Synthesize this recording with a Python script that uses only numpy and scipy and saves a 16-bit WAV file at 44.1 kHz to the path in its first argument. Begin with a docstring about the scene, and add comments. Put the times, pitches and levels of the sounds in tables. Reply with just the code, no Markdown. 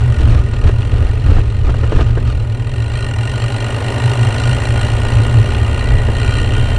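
"""Bicycle coasting down a village lane

A bike rolls over cobbles, then packed dirt, its freewheel buzzing faster as it gathers speed:
pawls drop off the ratchet teeth and ring the hub and wheel. Under the buzz the tyres roar, rough
patches pound and rattle the frame, and flung stones tick on metal. At the bottom, a camera mount
on the bike shudders at its own low note and wind buffets the microphone."""
import sys
import numpy as np
from scipy import signal
from scipy.fft import rfft, irfft, next_fast_len
from scipy.io import wavfile
from scipy.ndimage import uniform_filter1d

SR = 44100
rng = np.random.default_rng(int(sys.argv[2]) if len(sys.argv) > 2 else 0)


def digitize_waveform(pressure):
    """Quantize a signal to 16-bit integers and store it at the path in sys.argv[1].

    Rows of a 2-D input are taken as channels; values are limited to [-1, 1].
    """
    field = np.atleast_2d(pressure).T
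    bounded = np.clip(field, -1, 1)
    quanta = np.round(bounded * 32767).astype(np.int16)
    wavfile.write(sys.argv[1], SR, quanta)


N = 298998
TIME = np.arange(N) / SR

# Levels in the tables are relative; the functions add their own trims.
# tone of the wind: freq_hz, level_db
WIND_EQ = [(6, -31), (18, -3.5), (30, -5), (55, -5), (78, 1), (100, -7.5), (125, -12.5), (150, -20),
           (190, -37.5), (400, -94)]
# fader ride of the wind on the microphone: time_s, level_db
WIND_RIDE = [(0, -16.5), (1.5, -16.5), (2.3, -15.5), (2.62, -23.5), (2.9, -20.5), (3.55, -26), (4.3, -25.5),
             (4.55, -18), (5.5, -15), (6.2, -16), (6.78, -12.5)]
# bumps that shake the camera mount harder: peak_s, level_db
MOUNT_BUMPS = [(0.07, -9.5), (0.31, -13), (0.77, -15), (1.25, -19), (1.72, -22), (2.1, -14), (2.54, -16.5),
               (2.75, -15.5), (3.19, -17), (3.43, -16), (4.07, -10), (4.24, -9), (4.5, -9.5), (4.7, -13),
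               (4.88, -15.5), (5.18, -7.5), (5.38, -6.5), (5.6, -18), (5.95, -12), (6.6, -14)]

# fader ride of the tyres, louder on dirt as the bike speeds up: time_s, rumble_db, roar_db
TYRE_RIDE = [(0, -27.5, -29.5), (0.5, -27.5, -33.5), (0.8, -28, -31), (1.55, -29.5, -34.5),
             (2.3, -28, -33.5), (2.65, -29.5, -33), (3.2, -28, -28), (3.95, -23, -22), (5.0, -24, -23.5),
             (5.25, -21, -24), (5.55, -23, -25), (6.15, -24, -25.5), (6.4, -21.5, -26),
             (6.78, -24.5, -24.5)]
# low body of the tyre casing: pitch_hz, width_hz, level_db
CASING_MODES = [(227.4, 58.6, 4.5), (291.3, 50, -1.5), (394.6, 106, 2), (504, 130, -9.5)]
# midrange body of the frame: pitch_hz, width_hz, level_db
FRAME_MODES = [(581.6, 101, 1), (726, 95, 0), (820, 81, -6.5), (964, 108, -1.5), (1056, 48, -7)]
# tone of grit under the tread: freq_hz, level_db
GRIT_EQ = [(200, -5.5), (500, 2), (1000, 2.5), (1300, -4), (2000, -1), (2600, -4.5), (3400, -9),
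           (5000, -18.5), (9000, -23), (15000, -17.5)]

# patches of rough ground: start_s, length_s, strength_db, extra_rattle_db
ROUGH_PATCHES = [(-0.03, 0.2, -13.5, 10), (0.176, 0.25, -0.5, 2), (0.623, 0.09, 1.5, -2),
                 (0.907, 0.22, -4, -4), (1.244, 0.18, 0.5, -1), (1.624, 0.11, -3, 1),
                 (1.767, 0.36, -7.5, -2), (1.94, 0.099, -3.5, 6), (2.154, 0.066, -5, -8),
                 (2.249, 0.088, -10, 13.5), (5.864, 0.163, -4, 0)]
# tone of the loose parts: freq_hz, level_db
RATTLE_EQ = [(300, 17), (750, -15), (1250, 6), (2000, -1), (2600, 5), (3400, -1.5), (4200, -3.5),
             (4800, -9), (5700, -9.5), (7600, -16), (10000, -26), (14000, -34)]
# tone of a stone knocking the frame: freq_hz, level_db
KNOCK_EQ = [(120, -4), (250, 15.5), (450, 14.5), (750, 4), (1200, 0.5), (1800, -0.5), (2500, -31),
            (4000, -34), (9000, -65)]
# hits from larger stones: start_s, level_db, brightness_db
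JOLT_HITS = [(0.214, -32, -5), (0.301, -19, -11), (0.325, -25, -18), (0.533, -21, -12), (0.671, -19, -8.5),
             (0.691, -14.5, -33), (1.047, -27, -20), (1.294, -21, -11), (1.317, -18, -22),
             (1.346, -28, -21), (1.382, -16.5, -27), (1.691, -13, -26), (1.741, -17.5, -23),
             (1.834, -14, -22), (1.921, -8, -23), (1.96, -18, -21), (1.988, -11.5, -37),
             (2.009, -12, -17.5), (2.173, -12.5, -42), (6.084, -11.5, -32)]
# hits from small flung stones: start_s, level_db
TICK_HITS = [(0.567, -29.5), (0.82, -26.5), (0.92, -30), (5.548, -19.5)]
# ring of the metal they strike: pitch_hz, width_hz, level_db
METAL_MODES = [(2390, 140, -9), (2580, 67, -0.5), (3120, 150, -11), (3340, 160, 2), (4200, 150, -8),
               (3930, 180, -30)]
# spells in which one resonance sings out: start_s, end_s, pitch_hz, width_hz, level_db
RING_SWELLS = [(5.805, 6.088, 1930, 120, -31.5), (6.1, 7.2, 3130, 35, -37.5)]

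# speed of the ratchet, in teeth passed per second: time_s, rate_hz
TOOTH_RATE = [(0.0, 49.16), (0.62, 38.28), (0.82, 45.32), (1.18, 46.71), (1.7, 44.94), (2.03, 48.16),
              (2.2, 40.86), (2.62, 40.07), (3.0, 57.95), (3.13, 37.72), (3.26, 47.6), (4.54, 54.32),
              (4.66, 58.83), (4.83, 54.2), (4.96, 62.03), (5.09, 57.27), (5.37, 68.88), (5.66, 60.96),
              (5.87, 63.32), (6.1, 59.38), (6.29, 65.57), (6.78, 66.51)]
# fader ride of the whole freewheel: time_s, level_db
FREEWHEEL_RIDE = [(0, -33.5), (0.5, -36), (1.0, -35.5), (1.6, -38.5), (2.45, -38.5), (2.98, -31),
                  (3.13, -33), (3.42, -28.5), (3.68, -29.5), (3.9, -27), (5.0, -26.5), (5.7, -28.7),
                  (6.15, -29), (6.4, -27.5), (6.78, -28)]
# hub ring and bright pawl snap against that ride: time_s, hub_db, snap_db
BRIGHTNESS_RIDE = [(0, -10, -16), (0.9, -5.5, -16), (2.8, -4.5, -14), (4.15, -5, -13), (4.8, -5.7, -13.5),
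                   (5.6, -5.5, -16), (6.78, -4.5, -15.3)]
# midrange ring of the wheel: pitch_hz, width_hz, level_db
WHEEL_MODES = [(1229, 104, -4.5), (1438, 74, 2.5), (1500, 430, -24.5), (1855, 64, 1.5), (1970, 104, -6),
               (1940, 88, -12)]
# bright ring of hub, spokes and frame: pitch_hz, width_hz, level_db
HUB_MODES = [(2356, 69, -1), (2576, 225, -4.5), (2809, 115, 4.5), (2948, 120, -2), (3177, 38, 3.5),
             (3420, 72, -21), (3670, 190, -9.5), (4018, 79, -2.5), (4336, 213, -7), (4092, 176, -8.5),
             (4610, 80, -11)]
# top-end zing of the pawls: pitch_hz, width_hz, level_db
PAWL_MODES = [(5160, 130, -4.5), (5570, 240, -7), (5857, 175, -2.5), (6200, 520, -14), (7060, 250, -6.5),
              (7420, 163, 0), (7850, 540, -11), (8440, 100, -0.5), (8650, 184, -0.5), (9160, 91, -14.5),
              (9650, 150, -8), (10470, 610, -17.5)]
# tone of a pawl's dry click: freq_hz, level_db
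CLICK_EQ = [(300, -32.5), (800, -3), (1900, -1), (3000, -0.5), (5000, -16.5)]


def amp(db):
    """Decibels to gain."""
    return 10 ** (np.asarray(db) / 20)


def unit(x):
    """Scales to rms 1."""
    return x / np.sqrt(np.mean(x ** 2) + 1e-20)


def curves(rows):
    """One automation curve for each value column of a timed table."""
    times, *columns = np.transpose(rows)
    return [np.interp(TIME, times, column) for column in columns]


def add(mix, start_s, sound):
    """Lays a sound into the mix."""
    part = mix[max(round(start_s * SR), 0):][:len(sound)]
    part += sound[:len(part)]


def eq(x, points):
    """Minimum-phase EQ through (freq_hz, level_db) points."""
    hz, db = np.transpose(points)
    freqs = abs(np.fft.fftfreq(2 ** 14, 1 / SR))
    log_gain = np.log(amp(np.interp(np.log(freqs + 1), np.log(hz), db)))
    response = np.fft.ifft(np.exp(np.conj(signal.hilbert(log_gain)))).real
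    return signal.oaconvolve(x, response[:len(freqs) // 2])[:len(x)]


def resonate(x, hz, width_hz):
    """One mode, with gain 1 at its centre."""
    radius = np.exp(-np.pi * width_hz / SR)
    pole = radius * np.exp(2j * np.pi * hz / SR)
    return 2 * signal.lfilter([1 - radius], [1, -pole], x).real


def body(x, modes):
    """Drives a set of modes, each filtered twice so the valleys between them stay dark."""
    return unit(sum((-1) ** k * amp(db) * resonate(resonate(x, hz, width), hz, width)
                    for k, (hz, width, db) in enumerate(modes)))


def wander(hz):
    """Smooth random drift of rms 1, rolled off above hz."""
    size = next_fast_len(N, True)
    freqs = np.fft.rfftfreq(size, 1 / SR)
    spectrum = rfft(rng.standard_normal(size)) * np.exp(-(freqs / hz) ** 2)
    return unit(irfft(spectrum, size)[:N])


def steady(x, window_s):
    """Leveller: holds a sound near rms 1 and leaves its fine grain."""
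    size = max(int(window_s * SR), 2)
    power = uniform_filter1d(uniform_filter1d(x ** 2, size), size)
    return x / np.sqrt(abs(power) + 1e-12)


def grains(per_s, spread_db):
    """Random small impacts, a few of them large."""
    size = amp(spread_db * np.minimum(rng.exponential(1, N), 4))
    return size * (rng.random(N) < per_s / SR)


def crunch(blows, decay_s):
    """Each blow breaks into a brief burst of tiny contacts."""
    energy = signal.lfilter([1], [1, -np.exp(-2 / (decay_s * SR))], blows ** 2)
    return np.sqrt(energy) * rng.standard_normal(N)


def burst(x, t, decay_s):
    """Shapes noise into a hit with a softened attack and a dying tail."""
    envelope = np.exp(-t / decay_s) * (1 - np.exp(-(t / .0009) ** 2))
    return unit(x * envelope) * np.sqrt(np.mean(envelope ** 2))


def roughness(rattle=False, rise_s=.023, fall_s=.026):
    """How hard the ground works the bike, or its loose parts: each patch rises, holds and falls."""
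    out = np.zeros(N)
    for start, length, db, extra_rattle_db in ROUGH_PATCHES:
        ramps = np.minimum((TIME - start) / rise_s, (start + length - TIME) / fall_s)
        out += amp(db + rattle * extra_rattle_db) * np.clip(ramps, 0, 1)
    return out


def roughened(level_db, patch_db, rattle=False):
    """Gain of a layer that runs at its own level and swells on rough patches."""
    return np.hypot(amp(level_db), amp(patch_db) * roughness(rattle))


def wind():
    """Eddies thump on the microphone port, harder when rough ground throws the camera about."""
    wind_db, = curves(WIND_RIDE)
    eddies = steady(eq(rng.standard_normal(N), WIND_EQ), .085)
    flutter_db = wander(hz=10)
    return roughened(wind_db + flutter_db, patch_db=-10) * eddies


def mount_shudder(pitch_hz=114, floor_db=-18, bump_half_s=.057):
    """The road shakes the camera mount: a low note that wavers and swells at every bump."""
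    bumps = sum(amp(db) * np.exp(-((TIME - peak_s) / bump_half_s) ** 2) for peak_s, db in MOUNT_BUMPS)
    phase = 2 * np.pi * pitch_hz * TIME
    shake = wander(hz=19.5) * np.cos(phase) + wander(hz=9.1) * np.sin(phase)
    lowpass = signal.butter(6, 140, fs=SR, output="sos")
    return signal.sosfiltfilt(lowpass, np.hypot(amp(floor_db), bumps) * steady(shake, .063))


def tyres():
    """The tread drums on casing and frame and crushes grit; the ratchet throbs in the frame too."""
    rumble_db, roar_db = curves(TYRE_RIDE)
    rate_hz, = curves(TOOTH_RATE)
    tooth_phase = 2 * np.pi * np.cumsum(rate_hz) / SR
    throb = amp(1.9 * np.cos(tooth_phase) + 2.65 * np.cos(2 * tooth_phase))
    grit = unit(crunch(grains(per_s=700, spread_db=1), decay_s=.00073))
    rumble = steady(body(rng.standard_normal(N), CASING_MODES), .29)
    roar = steady(throb * body(grit + .35 * rng.standard_normal(N), FRAME_MODES), .05)
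    hiss = unit(eq(grit + rng.standard_normal(N), GRIT_EQ))
    tread = amp(-7) * roar + amp(-8) * hiss
    return amp(rumble_db - 4.5) * rumble + roughened(roar_db, patch_db=-32) * tread


def cobble_rattle(fade_start_s=2.11, fade_s=.61):
    """Chain, cables and fittings chatter and ring the wheel until the cobbles give way to dirt."""
    on_cobbles = np.clip(1 - (TIME - fade_start_s) / fade_s, 0, 1)
    chatter = unit(crunch(grains(per_s=500, spread_db=5.5), decay_s=.0055))
    rattle = unit(eq(chatter, RATTLE_EQ)) + amp(-12) * body(chatter, WHEEL_MODES[:1])
    return roughened(level_db=-37, patch_db=-30.5, rattle=True) * on_cobbles * steady(rattle, .018)


def pounding(bounce_hz=30.4):
    """On a rough patch stone after stone knocks the frame, and the bike bounces on its tyres."""
    stones = crunch(grains(per_s=300, spread_db=5), decay_s=.013)
    knocks = amp(-27.5) * steady(eq(stones, KNOCK_EQ), .05)
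    bounce = amp(-14.5) * steady(body(rng.standard_normal(N), [(bounce_hz, 25, 0)]), .047)
    return roughness() * (knocks + bounce)


def jolts():
    """Larger stones knock the frame and make its loose parts clack."""
    t, out = np.arange(SR // 8) / SR, np.zeros(N)
    for start_s, db, brightness_db in JOLT_HITS:
        knock = burst(eq(rng.standard_normal(len(t)), KNOCK_EQ), t, decay_s=.0092)
        clack = burst(eq(rng.standard_normal(len(t)), RATTLE_EQ), t, decay_s=.018)
        add(out, start_s, amp(db - 2) * (knock + amp(brightness_db + 8) * clack))
    return out


def stone_ticks():
    """A small stone flicks a metal part: a dry crack with a short ring."""
    t, out = np.arange(SR // 10) / SR, np.zeros(N)
    ring = sum(amp(db) * np.exp(-np.pi * width * t) * np.sin(2 * np.pi * (hz * t + rng.random()))
               for hz, width, db in METAL_MODES)
    crack = amp(-17) * burst(eq(rng.standard_normal(len(t)), RATTLE_EQ), t, decay_s=.0046)
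    for start_s, db in TICK_HITS:
        add(out, start_s, amp(db) * (ring + crack))
    return out


def wheel_swells():
    """Late in the ride, single resonances of the wheel swell up and sing out."""
    out = np.zeros(N)
    for start, end, hz, width, db in RING_SWELLS:
        arch = np.sin(np.pi * np.clip((TIME - start) / (end - start), 0, 1))
        ring = steady(body(rng.standard_normal(N), [(hz, width, 0)]), .024)
        out += amp(db) * arch * ring
    return out


def pawl_drops(teeth_s, lead_s, stagger_s, jitter_s, uneven_db, pawls=3):
    """At every tooth the pawls drop one just after another, never quite alike."""
    chance = rng.standard_normal((len(teeth_s), 2 * pawls + 1))
    timing, per_pawl, per_tooth = np.split(chance, [pawls, 2 * pawls], axis=1)
    drop_s = teeth_s[:, None] - lead_s + stagger_s * np.arange(pawls) + jitter_s * timing
    force = amp(uneven_db * (per_pawl + per_tooth))
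    drops = np.zeros(N)
    np.add.at(drops, np.clip(np.round(drop_s * SR).astype(int), 0, N - 1), force)
    return drops


def freewheel():
    """The lead sound: pawls scrape up each tooth, drop, and ring the hub and the wheel."""
    rate_hz, = curves(TOOTH_RATE)
    level_db, = curves(FREEWHEEL_RIDE)
    hub_db, snap_db = curves(BRIGHTNESS_RIDE)
    teeth_passed = np.floor(np.cumsum(rate_hz) / SR)
    teeth_s = TIME[1:][np.diff(teeth_passed) > 0]
    sway = amp(1.5 * wander(hz=8.4))

    # every drop shares its force differently among wheel, hub and pawl
    wheel_hits = pawl_drops(teeth_s, lead_s=.0051, stagger_s=.0011, jitter_s=.0004, uneven_db=.9)
    drive = unit(wheel_hits) + .6 * unit(crunch(wheel_hits, decay_s=.002)) + .15 * rng.standard_normal(N)
    wheel = amp(-4) * steady(body(drive, WHEEL_MODES), .04)
    click = amp(-12.5) * unit(eq(wheel_hits, CLICK_EQ))

    hub_hits = pawl_drops(teeth_s, lead_s=.0044, stagger_s=.001, jitter_s=.0003, uneven_db=2.1)
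    strike = unit(hub_hits) + .6 * unit(crunch(hub_hits, decay_s=.0012))
    hub = amp(hub_db) * steady(body(strike + .12 * rng.standard_normal(N), HUB_MODES), .04)

    # the pawls already zing as they slide off the tip of the tooth
    slides = pawl_drops(teeth_s, lead_s=.0051, stagger_s=.00096, jitter_s=.00018, uneven_db=2.5)
    scrape = .82 * unit(crunch(slides, decay_s=.003)) + .3 * rng.standard_normal(N)
    zing = body(.4 * strike + scrape, PAWL_MODES)
    edge = amp(-24) * unit(np.diff(strike, prepend=0))
    snap = amp(snap_db) * steady(zing + edge, .031)
    return amp(level_db) * (click + sway * (wheel + hub + snap))


def scene():
    """The mono mix, heard from the bike."""
    road = tyres() + cobble_rattle() + pounding() + jolts() + stone_ticks()
    return (freewheel() + wheel_swells() + road + mount_shudder() + wind())[None]


def record(dry):
    """The camera housing dulls the top octave, big peaks soft-clip, and a steep high cut follows."""
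    dulled = eq(dry[0], [(100, 1), (10400, -.5), (11100, -13.5), (13800, -19.5), (15500, -26.5)])
    clipped = dulled / (1 + dulled ** 8) ** (1 / 8)
    high_cut = signal.firwin(511, 15800, window=("kaiser", 9), fs=SR)
    return signal.oaconvolve(clipped, high_cut, "same")[None]


dry = scene()
out = record(dry)
digitize_waveform(out)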